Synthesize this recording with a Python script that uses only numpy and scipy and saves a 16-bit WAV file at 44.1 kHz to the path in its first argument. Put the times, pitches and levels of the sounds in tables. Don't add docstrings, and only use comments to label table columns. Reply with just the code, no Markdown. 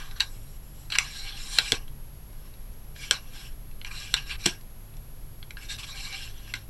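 import sys
import numpy as np
from scipy import signal
from scipy.fft import rfft, irfft
from scipy.io import wavfile
from scipy.ndimage import uniform_filter1d

SR = 44100
rng = np.random.default_rng(int(sys.argv[2]) if len(sys.argv) > 2 else 0)


def generate_wav(signal):
    frames = np.transpose(np.atleast_2d(signal))
    scaled = np.clip(frames, -1, 1) * 32767
    pcm = np.round(scaled).astype(np.int16)
    wavfile.write(sys.argv[1], SR, pcm)


def amplitude_ratio(level_db):
    exponent = np.asarray(level_db, float) / 20
    return 10 ** exponent


N = 295029

# f/Hz, width/Hz, level/dB
BARREL_MODES = [(790, 39.4, -6), (1123, 225, 0.5), (1620, 246, 7.5), (2310, 170, 3), (2780, 585, 4.5),
                (3300, 620, 1.5), (3944, 480, 5), (4057, 35, -20), (5283, 268, 1.5), (5750, 450, 3),
                (7445, 870, -3), (7800, 280, -11), (8710, 200, -11.5), (9500, 680, -15)]
# f/Hz, width/Hz, level/dB
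LONG_RINGS = [(1630, 17, -10.5), (2780, 45, 2.5), (4220, 48, -4.5), (5550, 22, -15.5)]


def evened(x):
    return x / np.sqrt(np.mean(x ** 2) + 1e-20)


def read(points, hz):
    f, value = np.transpose(points)
    return np.interp(np.log(hz + 1), np.log(f + 1), value)


def add(mix, s, sound):
    part = mix[round(s * SR):][:len(sound)]
    part += sound[:len(part)]


def resonate(x, hz, width, order=1):
    turn = np.exp(2j * np.pi * np.cumsum(hz * np.ones(len(x))) / SR)
    r = np.exp(-np.pi * width / SR)
    envelope = signal.lfilter([(1 - r) ** order], np.poly([r] * order), x / turn)
    return 2 * (turn * envelope).real


def coloured(x, gain):
    return irfft(rfft(x) * gain(np.fft.rfftfreq(len(x), 1 / SR)), len(x))


def drift(per_s):
    knots = rng.standard_normal(int(N / SR * 60))
    return evened(np.interp(np.arange(N) / SR * per_s, np.arange(len(knots)), knots))


def background():
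    # f/Hz, level/dB per Hz
    air_spectrum = [(8.8, -15), (15, 5), (59, -8), (75, -22.5), (92, -15.5), (142, -16), (175, -26.5),
                    (208, -25), (263, -28.5), (846, -36.5), (1610, -41.5), (9300, -48), (11400, -39),
                    (12500, -53), (16200, -52.5)]
    # f/Hz, width/Hz, level/dB
    hum_lines = [(105.25, 3.2, -56.5), (142.4, 13.4, -60.5), (216.7, 5.7, -69.5)]
    # f/Hz, level/dB
    whines = [(10008, -84), (10083, -71), (10160, -72), (10239, -81), (11377, -59.5), (15278, -81)]
    # t/s, phase/turns
    phase_skips = [(0, -.5), (.4, -.45), (.8, 0), (2.5, 0), (2.85, -.5), (3.08, -1), (3.4, -1.5), (3.7, -2),
                   (4.1, -2), (4.5, -1.5), (5.8, -1.5), (6.25, -1), (6.69, -.8)]
    air_db, restarts_per_s = -57, 30
    t = np.arange(N) / SR
    noise = coloured(rng.standard_normal(N), lambda hz: amplitude_ratio(read(air_spectrum, hz)) * (hz < 16100))
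    middle = coloured(noise, lambda hz: (hz > 200) & (hz < 9500))
    out = amplitude_ratio(air_db) * noise / middle.std()
    for hz, width, db in hum_lines:
        out += amplitude_ratio(db) * evened(resonate(rng.standard_normal(N), hz, width, order=2))
    restart = np.diff(np.floor(t * restarts_per_s), prepend=0)
    skipped = np.cumsum(restart * np.interp(t, *np.transpose(phase_skips)))
    loudest = max(db for hz, db in whines)
    for hz, db in whines:
        turns = hz * t + (db == loudest) * skipped + rng.random()
        out += amplitude_ratio(db) * np.sqrt(2) * np.sin(2 * np.pi * turns)
    return out


def swell(t, start, fullest, end, db, hz, fall_db):
    rise_power, sag_hz_per_s = 1.3, 3300
    climb = np.clip((t - start) / max(fullest - start, .002), 1e-3, 1)
    rise = np.sin(np.pi / 2 * climb) ** rise_power
    fade = np.clip((t - fullest) / max(end - fullest, .002), 0, 1)
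    level_db = db + 20 * np.log10(rise) + fall_db * fade
    return start, end, level_db, hz - sag_hz_per_s * np.clip(t - fullest, -.03, .03)


def contacts(t):
    # start t/s, fullest t/s, end t/s, level/dB, favoured f/Hz
    drags = [
        (-.02, 0, 0.093, -45.5, 3680),
        (.105, .115, .15, -50, 3700),
        (.155, .17, 0.21, -52.5, 3700),
        (.895, .91, 1.07, -44.5, 3900),
        (.95, .96, 0.95, -29, 2470),
        (3.855, 3.866, 3.905, -47, 2730),
        (5.565, 5.572, 5.605, -50.5, 2700),
    ]
    brushes = [
        (0.265, 0.304, 0.56, -61.5, 3496),
        (0.622, .635, 0.78, -71, 3200),
        (.72, .86, .885, -64.5, 2920),
    ]
    squeals = [
        (.914, .928, 0.97, -31.5, 3110),
        (3.903, 3.92, 3.952, -47.5, 2320),
        (4.29, 4.32, 4.35, -32, 2310),
    ]
    slides = [
        (2.29, 2.49, 2.61, -67, 3110),
        (2.94, 3.07, 3.125, -44, 3060),
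        (3.21, 3.29, 3.44, -57.5, 3210),
        (3.31, 3.44, 3.517, -49, 3220),
        (4.252, 4.292, 4.34, -44, 2420),
        (4.432, 4.448, 4.49, -43, 2610),
        (5.602, 5.635, 5.685, -49.5, 2660),
        (5.68, 5.72, 5.755, -36, 3880),
        (5.772, 5.798, 5.84, -41, 2500),
        (5.822, 5.845, 5.89, -44.5, 2760),
    ]
    glides = [
        (3.895, 4.01, 4.128, -44.5, 3510),
        (4.375, 4.42, 4.447, -49, 2560),
    ]
    # t/s, level/dB, favoured f/Hz, extra cloth level/dB
    push = [
        (1.03, -55, 3630, 2.5),
        (1.189, -41, 4100, 0),
        (1.334, -44.5, 3200, -9),
        (1.42, -49.5, 3767, 6),
        (1.554, -41.5, 4000, 6.5),
        (1.6, -37, 3570, -7),
        (1.638, -42.5, 3840, 4),
        (1.669, -37.5, 4000, 1.5),
        (1.704, -38.5, 3840, 6),
    ]
    pull = [
        (5.87, -49.5, 3300, 2),
        (5.945, -41, 4160, -4.5),
        (6.045, -41, 4030, 3),
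        (6.1, -43, 3140, -3),
        (6.14, -37.5, 2750, -8),
        (6.19, -43.5, 3060, 1),
        (6.41, -58, 3340, -3),
        (6.516, -53, 3080, -3.5),
    ]
    shakes = [
        (.225, -39, 4100, -2),
        (1.001, -34.5, 3450, 1),
        (1.742, -35.5, 3130, -0.5),
        (3.124, -31.5, 3700, -2),
        (4.168, -29.5, 2680, -5.5),
        (4.474, -33.5, 2920, 3),
        (6.553, -41.5, 2780, -1),
    ]
    # low bending/dB, upper ring/dB, cloth fizz/dB
    slide_colour = (-10, -5, -7.5)
    brush_colour = (-14.5, -3, 2.3)
    shake_colour = (-6.5, -4, -9.5)
    drag_colour = (-1.2, -7, -9.5)
    squeal_colour = (-7.5, -14.5, -16.5)
    slide_fall_db, glide_fall_db, brush_fall_db = -12.5, -2.5, -6
    shake_db_per_s, shake_s = 326, .14
    kinds = [(slides, slide_fall_db, slide_colour),
             (drags, slide_fall_db, drag_colour),
             (squeals, slide_fall_db, squeal_colour),
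             (glides, glide_fall_db, slide_colour),
             (brushes, brush_fall_db, brush_colour)]
    for rows, fall_db, colour in kinds:
        for row in rows:
            yield *swell(t, *row, fall_db), colour, 0
    for s, db, hz, cloth_db in shakes:
        decay_db = db - shake_db_per_s * np.maximum(t - s, 0)
        yield s - .01, s + shake_s, decay_db, hz, shake_colour, cloth_db
    for rows in push, pull:
        s, db, hz, cloth_db = np.transpose(rows)
        yield (s[0] - .01, s[-1], np.interp(t, s, db), np.interp(t, s, hz),
               slide_colour, np.interp(t, s, cloth_db))


def rubbing():
    # low, upper, fizz [dB per dB]
    soft_share = (0.22, 0.17, 0.067)
    firm_db = -49
    t = np.arange(0, N / SR + .002, .001)
    gains = np.zeros((4, len(t)))
    pitch_sum, weight = 3000e-12, 1e-12
    for start, end, db, hz, colour, cloth_db in contacts(t):
        gate = np.clip(np.minimum(t - start, end + .02 - t) / .01, 0, 1)
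        level = gate * amplitude_ratio(db)
        softness_db = firm_db - np.maximum(db, -70)
        low, upper, fizz = (amplitude_ratio(c + share * softness_db) for c, share in zip(colour, soft_share))
        gains += level * np.array([low, 1 + 0 * t, upper * amplitude_ratio(0.53 * cloth_db), fizz * amplitude_ratio(cloth_db)])
        pitch_sum = pitch_sum + hz * level ** 2
        weight = weight + level ** 2
    return [np.interp(np.arange(N) / SR, t, v) for v in (*gains, pitch_sum / weight)]


def scrape():
    # f/Hz, level/dB per Hz
    cloth_spectrum = [(290, -51), (500, -18.5), (1980, -2), (2770, -16), (3650, -41), (4150, 1), (4870, -4),
                      (5710, -9.5), (11800, -18.5), (16000, -45.5)]
    band_edges = [2000, 4800, 6600]
    *gains, favoured_hz = rubbing()
    grip = amplitude_ratio(1.8 * drift(30))
    bands = np.zeros((4, N))
    for hz, width, db in BARREL_MODES:
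        slip_db = 2.5 * np.minimum(rng.exponential(1, N), 5) + 3.0 * drift(55)
        slips = rng.standard_normal(N) * amplitude_ratio(slip_db)
        near_db = 7 * np.exp(-((hz - favoured_hz) / 400) ** 2)
        mode = evened(resonate(slips, hz * (1 + .014 * drift(9)), .95 * width, order=2))
        bands[np.searchsorted(band_edges, hz)] += amplitude_ratio(db + near_db + 3.6 * drift(12)) * mode
    squeak = rng.standard_normal(N) * amplitude_ratio(1.1 * drift(50))
    bands[1] += amplitude_ratio(-2) * evened(resonate(squeak, favoured_hz, 160, order=2))
    bands /= np.sqrt(uniform_filter1d(bands ** 2, 3500))
    hiss = coloured(rng.standard_normal(N), lambda hz: amplitude_ratio(read(cloth_spectrum, hz)))
    edges = [0, *band_edges, SR]
    out = 0
    for k, hiss_db in enumerate([-6, -9, -8, -3]):
        part = coloured(hiss, lambda hz: (hz >= edges[k]) & (hz < edges[k + 1]))
        out = out + gains[k] * evened(evened(bands[k]) + amplitude_ratio(hiss_db) * evened(part))
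    out = grip * out
    long_ring = sum(resonate(out, hz, 0.63 * width) for hz, width, db in LONG_RINGS)
    return out + amplitude_ratio(-3) * long_ring


def room(x):
    # f/Hz, t60/s
    decay_times = [(250, 0.12), (700, 0.25), (1800, 0.091), (5000, 0.061), (12000, 0.068)]
    taps = np.zeros(SR // 2)
    at = np.arange(160, len(taps) - 20, 12) + rng.integers(0, 12, (len(taps) - 169) // 12)
    taps[at] = rng.choice([-1., 1.], len(at))
    hz, t, z = signal.stft(taps, SR, nperseg=128)
    decay = amplitude_ratio(-60 * t / read(decay_times, hz)[:, None])
    tail = signal.istft(z * decay, SR, nperseg=128)[1]
    tail[:160] = 0
    return signal.fftconvolve(x, tail / np.linalg.norm(tail))[:N]


def struck(blow, hz, width):
    ring = resonate(blow, hz, width, order=2)
    return ring * np.linalg.norm(blow) * np.sqrt(np.pi * width / (2 * SR)) / np.linalg.norm(ring)


def knock(s, peak_db, strongest_hz, high_db, chatter_ms, low_db, edge):
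    t = np.arange(3000) / SR
    chatter = np.exp(-(t * 1000 / max(chatter_ms, .1)) ** 2) * np.minimum(t / 0.00067, 1)
    blow = rng.standard_normal(len(t)) * chatter * 0.69
    blow[0] += edge
    ring = amplitude_ratio(9.0) * struck(blow, strongest_hz, 450)
    ring += edge * (amplitude_ratio(-13.5) * resonate(blow, strongest_hz, 2100) + amplitude_ratio(high_db - 27.5) * blow)
    for hz, width, db in BARREL_MODES:
        if hz < 1300:
            tilt_db = low_db - 6
        elif hz < 2000:
            tilt_db = low_db
        else:
            tilt_db = high_db if hz > 4800 else 0
        ring += amplitude_ratio(db + tilt_db) * struck(blow, hz, 1.35 * width)
    for hz, width, db in LONG_RINGS:
        ring += edge * amplitude_ratio(db) * resonate(blow, hz, width)
    return s, amplitude_ratio(peak_db) * ring / abs(ring).max()


def thud(s, peak_db, hz, t60):
    t = np.arange(6000) / SR
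    shove = rng.standard_normal(len(t)) * amplitude_ratio(-60 * t / t60)
    swing = resonate(shove, 1.0 * hz, 0.67 * hz, order=2)
    swing += resonate(shove, 1.255 * hz, .9 * hz, order=2)
    swing += amplitude_ratio(-6) * resonate(shove, 2.6 * hz, 1.3 * hz, order=2)
    swing += amplitude_ratio(-8) * resonate(shove, .55 * hz, 0.5 * hz, order=2)
    return s, amplitude_ratio(peak_db - 2.5) * swing / abs(swing).max()


def scene():
    # t/s, peak level/dB, strongest f/Hz, high level/dB against the middle
    ticks = [(0.111, -38, 3690, -8), (0.1622, -42, 4130, -6), (1.5184, -45, 4040, -12),
             (1.6526, -32, 3960, -9), (1.8793, -40.5, 3220, -13), (2.3291, -44.5, 1120, 1),
             (2.5394, -44, 3780, -18), (2.7364, -50, 1110, 15.5), (2.9617, -38, 1630, -12),
             (3.353, -37, 1000, -9), (3.712, -45, 2620, -8), (3.8142, -31, 3120, -28.5),
             (3.855, -34, 3130, -19), (3.912, -39, 2370, -19), (4.295, -28, 2320, -2),
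             (4.4398, -35, 3180, 18), (4.6105, -42, 4550, 4), (4.938, -48.5, 3521, -7),
             (4.968, -43.5, 3560, 8), (5.704, -32, 2800, -12), (5.786, -37, 2270, -19),
             (5.8406, -33, 2350, -14), (6.1267, -27, 2740, 4), (6.477, -39, 1670, -17)]
    knocks = [(0.199, -22, 3980, -5, 2.2), (0.2044, -7.5, 3970, -8.5, 3), (0.2139, -21, 2820, -3, 6.7),
              (0.2246, -29, 4000, 13, 1.9), (0.9014, -25.5, 4000, 1.1, 2.8), (.9212, -18.5, 3200, -8, 3.5),
              (0.9523, -15.5, 2500, -14, 1.7), (3.847, -24, 2400, -9, 2), (4.4574, -8.5, 4260, 7.5, 4.4),
              (5.428, -29.5, 3300, -19, 1), (5.5066, -28, 2460, -2, 2.25), (5.57, -29, 1620, -22, 0.84),
              (6.5382, -17.5, 2140, -7, 3.6)]
    # t/s, peak level/dB, strongest f/Hz, high level/dB, low level/dB
    stops = [
        (0.9853, -2, 2750, 4.5, -6.5),
        (1.586, -1.5, 3980, -2, -4),
        (1.72, -1.5, 3304, 1.8, -5.5),
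        (3.11, -0.9, 3050, 5.5, 0.5),
        (4.1401, -3.5, 3630, -0.5, -5),
        (4.462, -7.5, 3160, 6.5, -8),
    ]
    # t/s, peak level/dB, f/Hz, t60/s
    thuds = [
        (.9855, -32, 430, .06),
        (1.586, -30, 430, .06),
        (1.72, -20, 290, .07),
        (3.11, -28, 450, .06),
        (4.14, -38, 400, .05),
        (4.4585, -15, 260, .07),
        (6.5385, -42, 330, .05),
    ]
    # f/Hz, level/dB
    metal_colour = [(300, -30.5), (800, 1), (8000, -0.5), (11000, -0.5), (14000, -4), (16000, -27),
                    (16500, -25), (16700, -76)]
    hits, shoves, rub = np.zeros(N), np.zeros(N), scrape()
    for row in ticks:
        add(hits, *knock(*row, chatter_ms=2, low_db=-8.5, edge=0.063))
    for row in knocks:
        add(hits, *knock(*row, low_db=-4.5, edge=0.99))
    for s, peak_db, hz, high_db, low_db in stops:
        add(hits, *knock(s, peak_db, hz, high_db, 1.27, low_db, edge=1.12))
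    for row in thuds:
        add(shoves, *thud(*row))
    metal = hits + rub + room(amplitude_ratio(-9.0) * hits + amplitude_ratio(-15.0) * rub)
    metal = coloured(metal, lambda hz: amplitude_ratio(read(metal_colour, hz)))
    return (metal + shoves + amplitude_ratio(-16) * room(shoves) + background())[None]


def band_limit(x):
    return signal.sosfilt(signal.butter(12, 16660, fs=SR, output="sos"), x)


def record(dry):
    return band_limit(dry)


dry = scene()
out = record(dry)
generate_wav(out)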